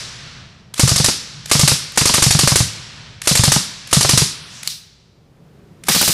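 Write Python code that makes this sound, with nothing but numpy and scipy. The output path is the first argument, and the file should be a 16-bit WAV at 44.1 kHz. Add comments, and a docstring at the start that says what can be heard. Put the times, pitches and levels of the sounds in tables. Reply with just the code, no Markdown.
"""A suppressed open-bolt submachine gun fires bursts into an earth bank at the edge of a wood.
Each round is a noise hiss of gas, a clack and ring of the bolt and a low heave of the soil.
Leaves, wood and a far tree line return each band's power as scrambled noise, over rumble and open air.
The bolt slams on an empty chamber; then the air swells, most of the echo fades,
and a second, faster gun fires from nearer to the bank."""
import sys
import numpy as np
from scipy import signal
from scipy.fft import rfft, irfft, next_fast_len
from scipy.io import wavfile

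SR = 44100
rng = np.random.default_rng(int(sys.argv[2]) if len(sys.argv) > 2 else 0)


def wrap_up_sound(samples):
    """Save the sound to the file named by the first command line argument, as 16-bit audio."""
    columns = np.atleast_2d(samples).T
    # keep every value between -1 and 1, then stretch to whole-number steps
    tamed = np.clip(columns, -1, 1)
    steps = np.round(tamed * 32767).astype(np.int16)
    wavfile.write(sys.argv[1], SR, steps)


N = 270333
LEAD = SR  # samples ahead of 0 s, for the burst that begins early
BLOCK = 32  # samples per step of echo power
BAND_OCTAVES = .4
BAND_HZ = 16000 * 2 ** (BAND_OCTAVES * np.arange(-21, 1))

# Bursts of the first gun; of the one before 0 s only the end is heard.
# Each row: first shot in seconds, cycle in seconds, bullet flight in seconds, shot in dB,
# sear click in dB, magazine knock in dB, list of each bullet's thump in dB.
BURSTS = [(-0.42, .085, 0.046, 1.5, -28, -26, [-8, -8.5, -8, -8.5]),
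          (0.7945, .0837, .0385, -1.66, -24.5, -24, [0, -6.5, -6.5, -17]),
          (1.513, 0.083, .0385, .5, -27, -24, [-7.5, -2.5, -8.5]),
          (1.974, .0837, .039, 0, -33.5, -31.5, [-11, -16, -15, -4, -4.5, -6.5, -6.5, -5.5]),
          (3.272, .083, .040, 0.1, -23, -27.5, [-8, -3.5, -4.5, -8]),
          (3.928, 0.083, 0.04, .5, -31, -26, [-2.5, -12.5, -5, -6])]
# The burst of the faster gun, nearer to the bank. Each row: the same columns and units.
FAST_BURSTS = [(5.8836, .0655, .013, 0, -32.5, -30, [-15.5, -16, -27, -18.5])]
# The bolt closes on the empty chamber. One row: time in seconds, level in dB.
DRY_SLAM = (4.6748, -9)
# Modes of the steel receiver and bolt. Each row: frequency in Hz, level in dB, t60 in seconds.
STEEL = [(1200, -6.5, .06), (1790, -9.5, .03), (2830, -11.5, 0.03), (4060, -5, .03), (4460, -5, 0.047),
         (4960, -6, .04), (5800, -5, .03), (6750, -7.5, .03), (7230, 0, 0.037), (8515, -4, .025),
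         (9900, -6.5, .02)]


def undb(db):
    """Decibels to gain."""
    return 10 ** (np.asarray(db) / 20)


def clock(length):
    """Sample times of a sound of this length in seconds."""
    return np.arange(int(length * SR)) / SR


def level_curve(points):
    """Gain over the whole scene from (s, dB) points."""
    return undb(np.interp(np.arange(N) / SR, *np.transpose(points)))


def gain_at(colour, hz):
    """Gain of a spectrum of (Hz, dB) points at these frequencies."""
    points, db = np.transpose(colour)
    return undb(np.interp(np.log(hz), np.log(points), db))


def noise(colour, size):
    """Noise of rms 1 with this spectrum, rolled off below its lowest point."""
    count = next_fast_len(size)
    f = np.maximum(np.fft.rfftfreq(count, 1 / SR), 1)
    gain = gain_at(colour, f) * f / np.hypot(f, colour[0][0] / 2)
    y = irfft(rfft(rng.standard_normal(count)) * gain, count)[:size]
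    return y / y.std()


def fade(t, t60, rise=0., hold=0.):
    """Envelope that rises, holds until t = hold and dies away; silent before t = 0."""
    attack = np.clip(t / max(rise, 1 / SR), 0, 1)
    return attack * undb(-60 * np.maximum(t - hold, 0) / t60)


def burst(colour, t, t60, rise=0., hold=0.):
    """A dying puff of coloured noise."""
    return noise(colour, len(t)) * fade(t, t60, rise, hold)


def ring(modes, t):
    """One blow on a set of modes, which shift and change weight from blow to blow."""
    chance = rng.standard_normal((len(modes), 3))
    y = 0
    for (hz, db, t60), (weight, detune, phase) in zip(modes, chance):
        shift = 1 + .015 * detune
        wave = np.sin(2 * np.pi * hz * shift * t + np.pi * phase)
        y = y + undb(db + 2 * weight) * wave * fade(t, t60)
    return y / np.sqrt(np.sum(undb(np.array(modes)[:, 1]) ** 2) / 2)


def heave(t, hz, peak_s):
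    """A low pressure wave that swells until peak_s and dies within a few cycles."""
    u = t / peak_s
    return -u ** 1.5 * np.exp(1.5 * (1 - u)) * np.sin(2 * np.pi * hz * t)


def rattle(t):
    """Uneven level of chattering parts, drawn anew every two milliseconds."""
    knots = np.arange(0, .2, .002)
    return undb(2.5 * np.interp(t, knots, rng.standard_normal(len(knots))))


def add(track, s, sound):
    """Mix a sound in at time s; the track begins LEAD samples early."""
    i = LEAD + int(s * SR)
    part = sound[:max(len(track) - i, 0)]
    track[i:i + len(part)] += part


def rounds(bursts):
    """Every round of these bursts: (s, place in its burst, shot dB, bullet flight s, thump dB)."""
    first_cycle_short_s = .003  # the bolt starts from the sear, so the second shot comes early
    climb_s = .0012  # per round: the muzzle climbs and each bullet lands further up the bank
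    shots = []
    for start, cycle, flight, db, _, _, thumps in bursts:
        for k, thump in enumerate(thumps):
            s = start + k * cycle - first_cycle_short_s * (k > 0)
            shots.append((s, k, db, flight + k * climb_s, thump))
    return shots


def gun(bursts, hiss_colour, recoil_s, hiss_db, body_db, tube_db, clack_db, ring_db, puff_db, puff_hz):
    """Gas leaves the suppressor for some milliseconds; the bolt flies back and hits its stop."""
    # Low body of the shot. Each row: frequency in Hz, density in dB per Hz.
    body_colour = [(30, -3.5), (110, 4), (300, 0.5), (600, 1), (1200, -1), (2000, -6.5), (5000, -51.5),
                   (13000, -59.5)]
    # Gas column in the suppressor tube. Each row: frequency in Hz, level in dB, t60 in seconds.
    tube_modes = [(225, -2, 0.033), (333, -2, .05), (560, -1, .05), (1205, -3, 0.065), (1460, -5, .04),
                  (1818, -5, .04), (2140, -5, .04)]
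    # Clatter of the bolt. Each row: frequency in Hz, density in dB per Hz.
    clatter_colour = [(150, -18.5), (800, -12), (1300, -15), (3300, -10.5), (4700, 0.5), (7000, -6.5),
                      (12000, -12), (12600, -33.5), (15000, -59.5)]
    shot_scatter_db, puff_scatter_db = 1, 3.5  # no two cartridges are alike
    # air in the cold suppressor: the first round pops more and puffs less
    first_pop_db, first_puff_db = 2, -4
    second_hiss_db = -2  # the second shot of a burst hisses more softly

    out, t = np.zeros(LEAD + N), clock(0.11)
    for s, k, db, _, _ in rounds(bursts):
        hiss, body, clatter = db + shot_scatter_db * rng.standard_normal(3)
        hiss = hiss + second_hiss_db * (k == 1)
        body = body + first_pop_db * (k == 0)
        puff = puff_db + first_puff_db * (k == 0) + puff_scatter_db * rng.standard_normal()
        gas = undb(hiss + hiss_db) * burst(hiss_colour, t, t60=0.078, rise=0.0013, hold=0.0062)
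        pop = undb(body + body_db) * burst(body_colour, t, t60=.03, rise=0.0013, hold=0.0043)
        tube = undb(body + tube_db) * ring(tube_modes, t - .001)
        push = undb(puff) * heave(t, puff_hz, peak_s=.004)
        # time since the bolt hit its stop, a little uneven
        back = t - recoil_s - 0.0011 * rng.standard_normal()
        clack = burst(clatter_colour, back, t60=0.11, rise=.001) * rattle(t)
        steel = ring(STEEL, t) + ring(STEEL, back)
        metal = undb(clatter + clack_db) * clack + undb(clatter + ring_db) * steel
        add(out, s, gas + pop + tube + push + metal)
    return out


def bank(bursts, thump_db, thump_hz, slap_db, shudder_db, shudder_hz):
    """A bullet slaps into the soil, which heaves and, two cycles on, shudders."""
    # Slap of the bullet. Each row: frequency in Hz, density in dB per Hz.
    slap_colour = [(40, -5), (250, 0.5), (550, -1.5), (1000, -2.5), (1600, -9), (3000, -7), (8000, -23),
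                   (13000, -50)]
    # harder ground thumps less, but higher, and slaps more: per dB of thump lost
    hard_hz_per_db, hard_slap_per_db = 1.54, .5
    hardest_slap_db = 6  # the most that hard ground adds to the slap
    soil_scatter_octaves = .14  # no two spots of the bank are alike

    out, t = np.zeros(LEAD + N), clock(.15)
    for s, _, _, flight, db in rounds(bursts):
        hz = (thump_hz - hard_hz_per_db * db) * 2 ** (soil_scatter_octaves * rng.standard_normal())
        pitch = shudder_hz * rng.uniform(.85, 1.15)
        late = t - 2 / hz
        shudder = -np.sin(2 * np.pi * pitch * late) * fade(late, t60=0.049, rise=0.0065, hold=0.0062)
        soil = heave(t, hz, peak_s=0.0047) + undb(shudder_db) * shudder
        add(out, s + flight, undb(db + thump_db) * soil)
        slap_level = slap_db + min(-hard_slap_per_db * db, hardest_slap_db)
        slap = burst(slap_colour, t, t60=0.057, rise=0.00067, hold=0.0024)
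        add(out, s + flight - .001, undb(slap_level) * slap)
    return out


def space(colour, db, delay_s, rise_s, t60):
    """One group of reflectors: the power that it returns in each band, block by block."""
    power = fade(clock(1.8)[::BLOCK] - delay_s, t60, rise_s, rise_s) ** 2
    bass_loss = 1 / (1 + (55 / BAND_HZ) ** 3)  # the longest waves pass between the trees
    returned = (undb(db) * gain_at(colour, BAND_HZ) * bass_loss) ** 2
    return np.outer(returned, power / power.sum())


def echo(x, response):
    """Countless moving leaves scramble the phase: each band's power comes back as a smooth wash."""
    count = BLOCK * next_fast_len(len(x) // BLOCK + 1, real=True)
    octave = np.log2(np.fft.rfftfreq(count, 1 / SR) + 1)
    sound = rfft(np.float32(x), count)
    scatter = rfft(np.float32(rng.standard_normal(count)))
    out = 0
    for hz, returned in zip(BAND_HZ, response):
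        offset = np.clip((octave - np.log2(hz)) / BAND_OCTAVES, -1, 1)
        band = np.cos(np.pi / 2 * offset, dtype=np.float32)
        power = np.mean(irfft(sound * band).reshape(-1, BLOCK) ** 2, axis=1)
        wash = np.abs(signal.fftconvolve(power, returned)[:len(power)])
        level = np.sqrt(wash / np.mean(band ** 2))
        out = out + np.repeat(level, BLOCK) * irfft(scatter * band ** 2)
    return out[:len(x)]


def outdoors():
    """Low rumble and open air under everything, each a coloured noise on a slow level curve."""
    # Low outdoor rumble. Each row: frequency in Hz, density in dB per Hz.
    rumble_colour = [(25, -12), (60, -4), (130, -0.5), (200, -8), (320, -19), (700, -21.5), (3000, -30.5),
                     (9000, -55)]
    # Its level, strongest around the first gun. Each row: time in seconds, level in dB.
    rumble_curve = [(0, -43.5), (0.381, -43), (.55, -47.5), (3.05, -45.5), (4.5, -54), (6.13, -65)]
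    # Open air. Each row: frequency in Hz, density in dB per Hz.
    air_colour = [(25, -15), (65, -4), (170, 4), (280, -10), (380, -6), (500, -11.5), (800, -18.5),
                  (1800, -26), (5000, -33), (8000, -38.5), (15000, -44)]
    # Its level, swelling toward the second gun. Each row: time in seconds, level in dB.
    air_curve = [(0, -56.5), (4.901, -59), (5.45, -47.5), (5.8, -45.5), (6.13, -35)]
    rumble = noise(rumble_colour, N) * level_curve(rumble_curve)
    air = noise(air_colour, N) * level_curve(air_curve)
    return rumble + air


def bolt(closings, travel_s, run_s, slide_db=-11, knock_ring_db=-3):
    """The sear clicks travel_s before each closing; the bolt slides run_s and knocks the magazine."""
    # Click, slide and knock. Each row: frequency in Hz, density in dB per Hz.
    click_colour = [(150, -23), (600, -6.5), (1000, -7.5), (1600, 1), (4000, 1), (9000, 0), (12000, -5),
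                    (15000, -26)]
    out, t = np.zeros(LEAD + N), clock(.15)
    for s, db, knock_db in closings:
        click = burst(click_colour, t, t60=0.0071, rise=0.0013, hold=0.0051)
        slide = undb(slide_db) * burst(click_colour, t, t60=.02, rise=0.022, hold=run_s)
        knock = burst(click_colour, t - run_s, t60=0.041, rise=0.0019, hold=0.0083)
        knock = knock + undb(knock_ring_db) * ring(STEEL, t - run_s)
        add(out, s - travel_s, undb(db) * (click + slide) + undb(knock_db) * knock)
    return out


def after_hiss(start_s, db):
    """A bright hiss swells and dies among the trees, just after the first gun's last burst."""
    # Hiss that hangs in the wood. Each row: frequency in Hz, density in dB per Hz.
    hanging_colour = [(1500, -28), (4000, -10), (5800, 0), (7500, -4), (10000, -17), (13000, -26),
                      (15000, -40)]
    out = np.zeros(LEAD + N)
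    add(out, start_s, undb(db) * burst(hanging_colour, clock(.9), t60=.45, rise=0.1, hold=0.34))
    return out


def slam(ring_db, chatter_db):
    """Steel on steel with no cartridge between: a hard snap, a short ring and some chatter."""
    # Snap of the bolt face. Each row: frequency in Hz, density in dB per Hz.
    snap_colour = [(150, -24.5), (550, -22), (1000, -14), (1700, -17.5), (2300, -7.5), (3400, -5.5),
                   (4000, 4), (4800, 1.5), (6000, -5), (8500, -5.5), (11500, -10), (15000, -13.5)]
    out, t = np.zeros(LEAD + N), clock(.15)
    s, db = DRY_SLAM
    snap = burst(snap_colour, t, t60=.011, hold=.0005)
    chatter = undb(chatter_db) * burst(snap_colour, t, t60=0.17) * rattle(t)
    add(out, s, undb(db) * (snap + chatter + undb(ring_db) * ring(STEEL, t)))
    return out


def handling():
    """The bolt runs forward before every burst, and once more onto the empty chamber."""
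    first = [(start, click, knock) for start, _, _, _, click, knock, _ in BURSTS]
    fast = [(start, click, knock) for start, _, _, _, click, knock, _ in FAST_BURSTS]
    empty = [(DRY_SLAM[0], -26.5, -36.5)]
    return (bolt(first, travel_s=.0557, run_s=.039) + bolt(fast, travel_s=.0475, run_s=.032)
            + bolt(empty, travel_s=.0448, run_s=.033) + slam(ring_db=-17.5, chatter_db=-16))


def scene():
    """Guns and impacts, their echoes in the trees, and the air."""
    # Gas hiss of the first and of the faster gun. Each row: frequency in Hz, density in dB per Hz.
    first_colour = [(700, -18), (1800, -5.5), (3200, -4.5), (5500, -1.5), (8800, -2), (12000, -8.5),
                    (12600, -34), (15000, -56.5)]
    fast_colour = [(700, -11), (1800, -5.5), (3200, -2.5), (5500, -3.5), (8800, -3), (12000, -6),
                   (15000, -10)]
    # Echo of near leaves, of the wood behind them and of the far tree line.
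    # Each row: frequency in Hz, returned level in dB per Hz.
    leaves_colour = [(60, -11.5), (130, -10.5), (350, -12), (750, -14.5), (1400, -5.5), (3300, -1.5),
                     (4850, 3), (6500, -0.5), (11000, -1), (15000, -5)]
    wood_colour = [(50, -13), (130, -14), (350, -7.5), (750, -8.5), (1500, -0.5), (3300, 1.5), (4850, 3),
                   (6500, -3), (10000, -14), (15000, -28)]
    tree_line_colour = [(50, -15), (130, -1.5), (350, -12), (750, -7.5), (1500, 1), (3000, 2.5),
                        (5000, -3.5), (7000, -16.5), (10000, -39.5), (15000, -47)]
    # The far echo fades away. Each row: time in seconds, level in dB.
    fade_points = [(4.55, 0), (4.8, -6), (5.2, -5), (6.13, -22)]

    first = gun(BURSTS, first_colour, recoil_s=.017, hiss_db=-8.5, body_db=-16.5, tube_db=-17.5,
                clack_db=-12.0, ring_db=-18.0, puff_db=-16, puff_hz=104)
    fast = gun(FAST_BURSTS, fast_colour, recoil_s=0.012, hiss_db=-11, body_db=-19, tube_db=-23.0,
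               clack_db=-15.0, ring_db=-22.5, puff_db=-22, puff_hz=199.8)
    thumps = bank(BURSTS, thump_db=1, thump_hz=124.5, slap_db=-19.0, shudder_db=-10, shudder_hz=144.5)
    thumps += bank(FAST_BURSTS, thump_db=0, thump_hz=135, slap_db=-24, shudder_db=-9.5, shudder_hz=145)
    steel = handling()

    leaves = space(leaves_colour, db=-2.5, delay_s=0.01, rise_s=0.017, t60=0.33)
    wood = space(wood_colour, db=-14.5, delay_s=.07, rise_s=0.047, t60=1.12)
    tree_line = space(tree_line_colour, db=-22, delay_s=0.29, rise_s=0.24, t60=1.1)
    # only the first gun and the impacts carry to the far trees
    far = echo(first + thumps, leaves + wood + tree_line) + after_hiss(start_s=4.25, db=-40.0)
    # the faster gun stands closer to the bushes; the wood returns half its power here
    near = echo(undb(4.5) * fast + undb(-3.0) * steel, leaves + wood / 2)
    close = (first + fast + thumps + steel + near)[LEAD:]
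    return (close + level_curve(fade_points) * far[LEAD:] + outdoors())[None]


def lowpass(x, hz):
    """Steep cut of the top."""
    return signal.sosfilt(signal.ellip(10, .2, 90, hz, fs=SR, output="sos"), x)


def record(dry):
    """The microphone rounds the loudest peaks; the top is cut, lower through the first gun's bursts."""
    dull_hz, top_hz = 12200, 15400
    rounded = 1.225 * np.tanh(dry / 1.113)
    bright = np.interp(np.arange(N) / SR, (4.3, 4.6), (0, 1))  # the top opens between these seconds
    mixed = (1 - bright) * lowpass(rounded, dull_hz) + bright * rounded
    return lowpass(mixed, top_hz)


dry = scene()
out = record(dry)
wrap_up_sound(out)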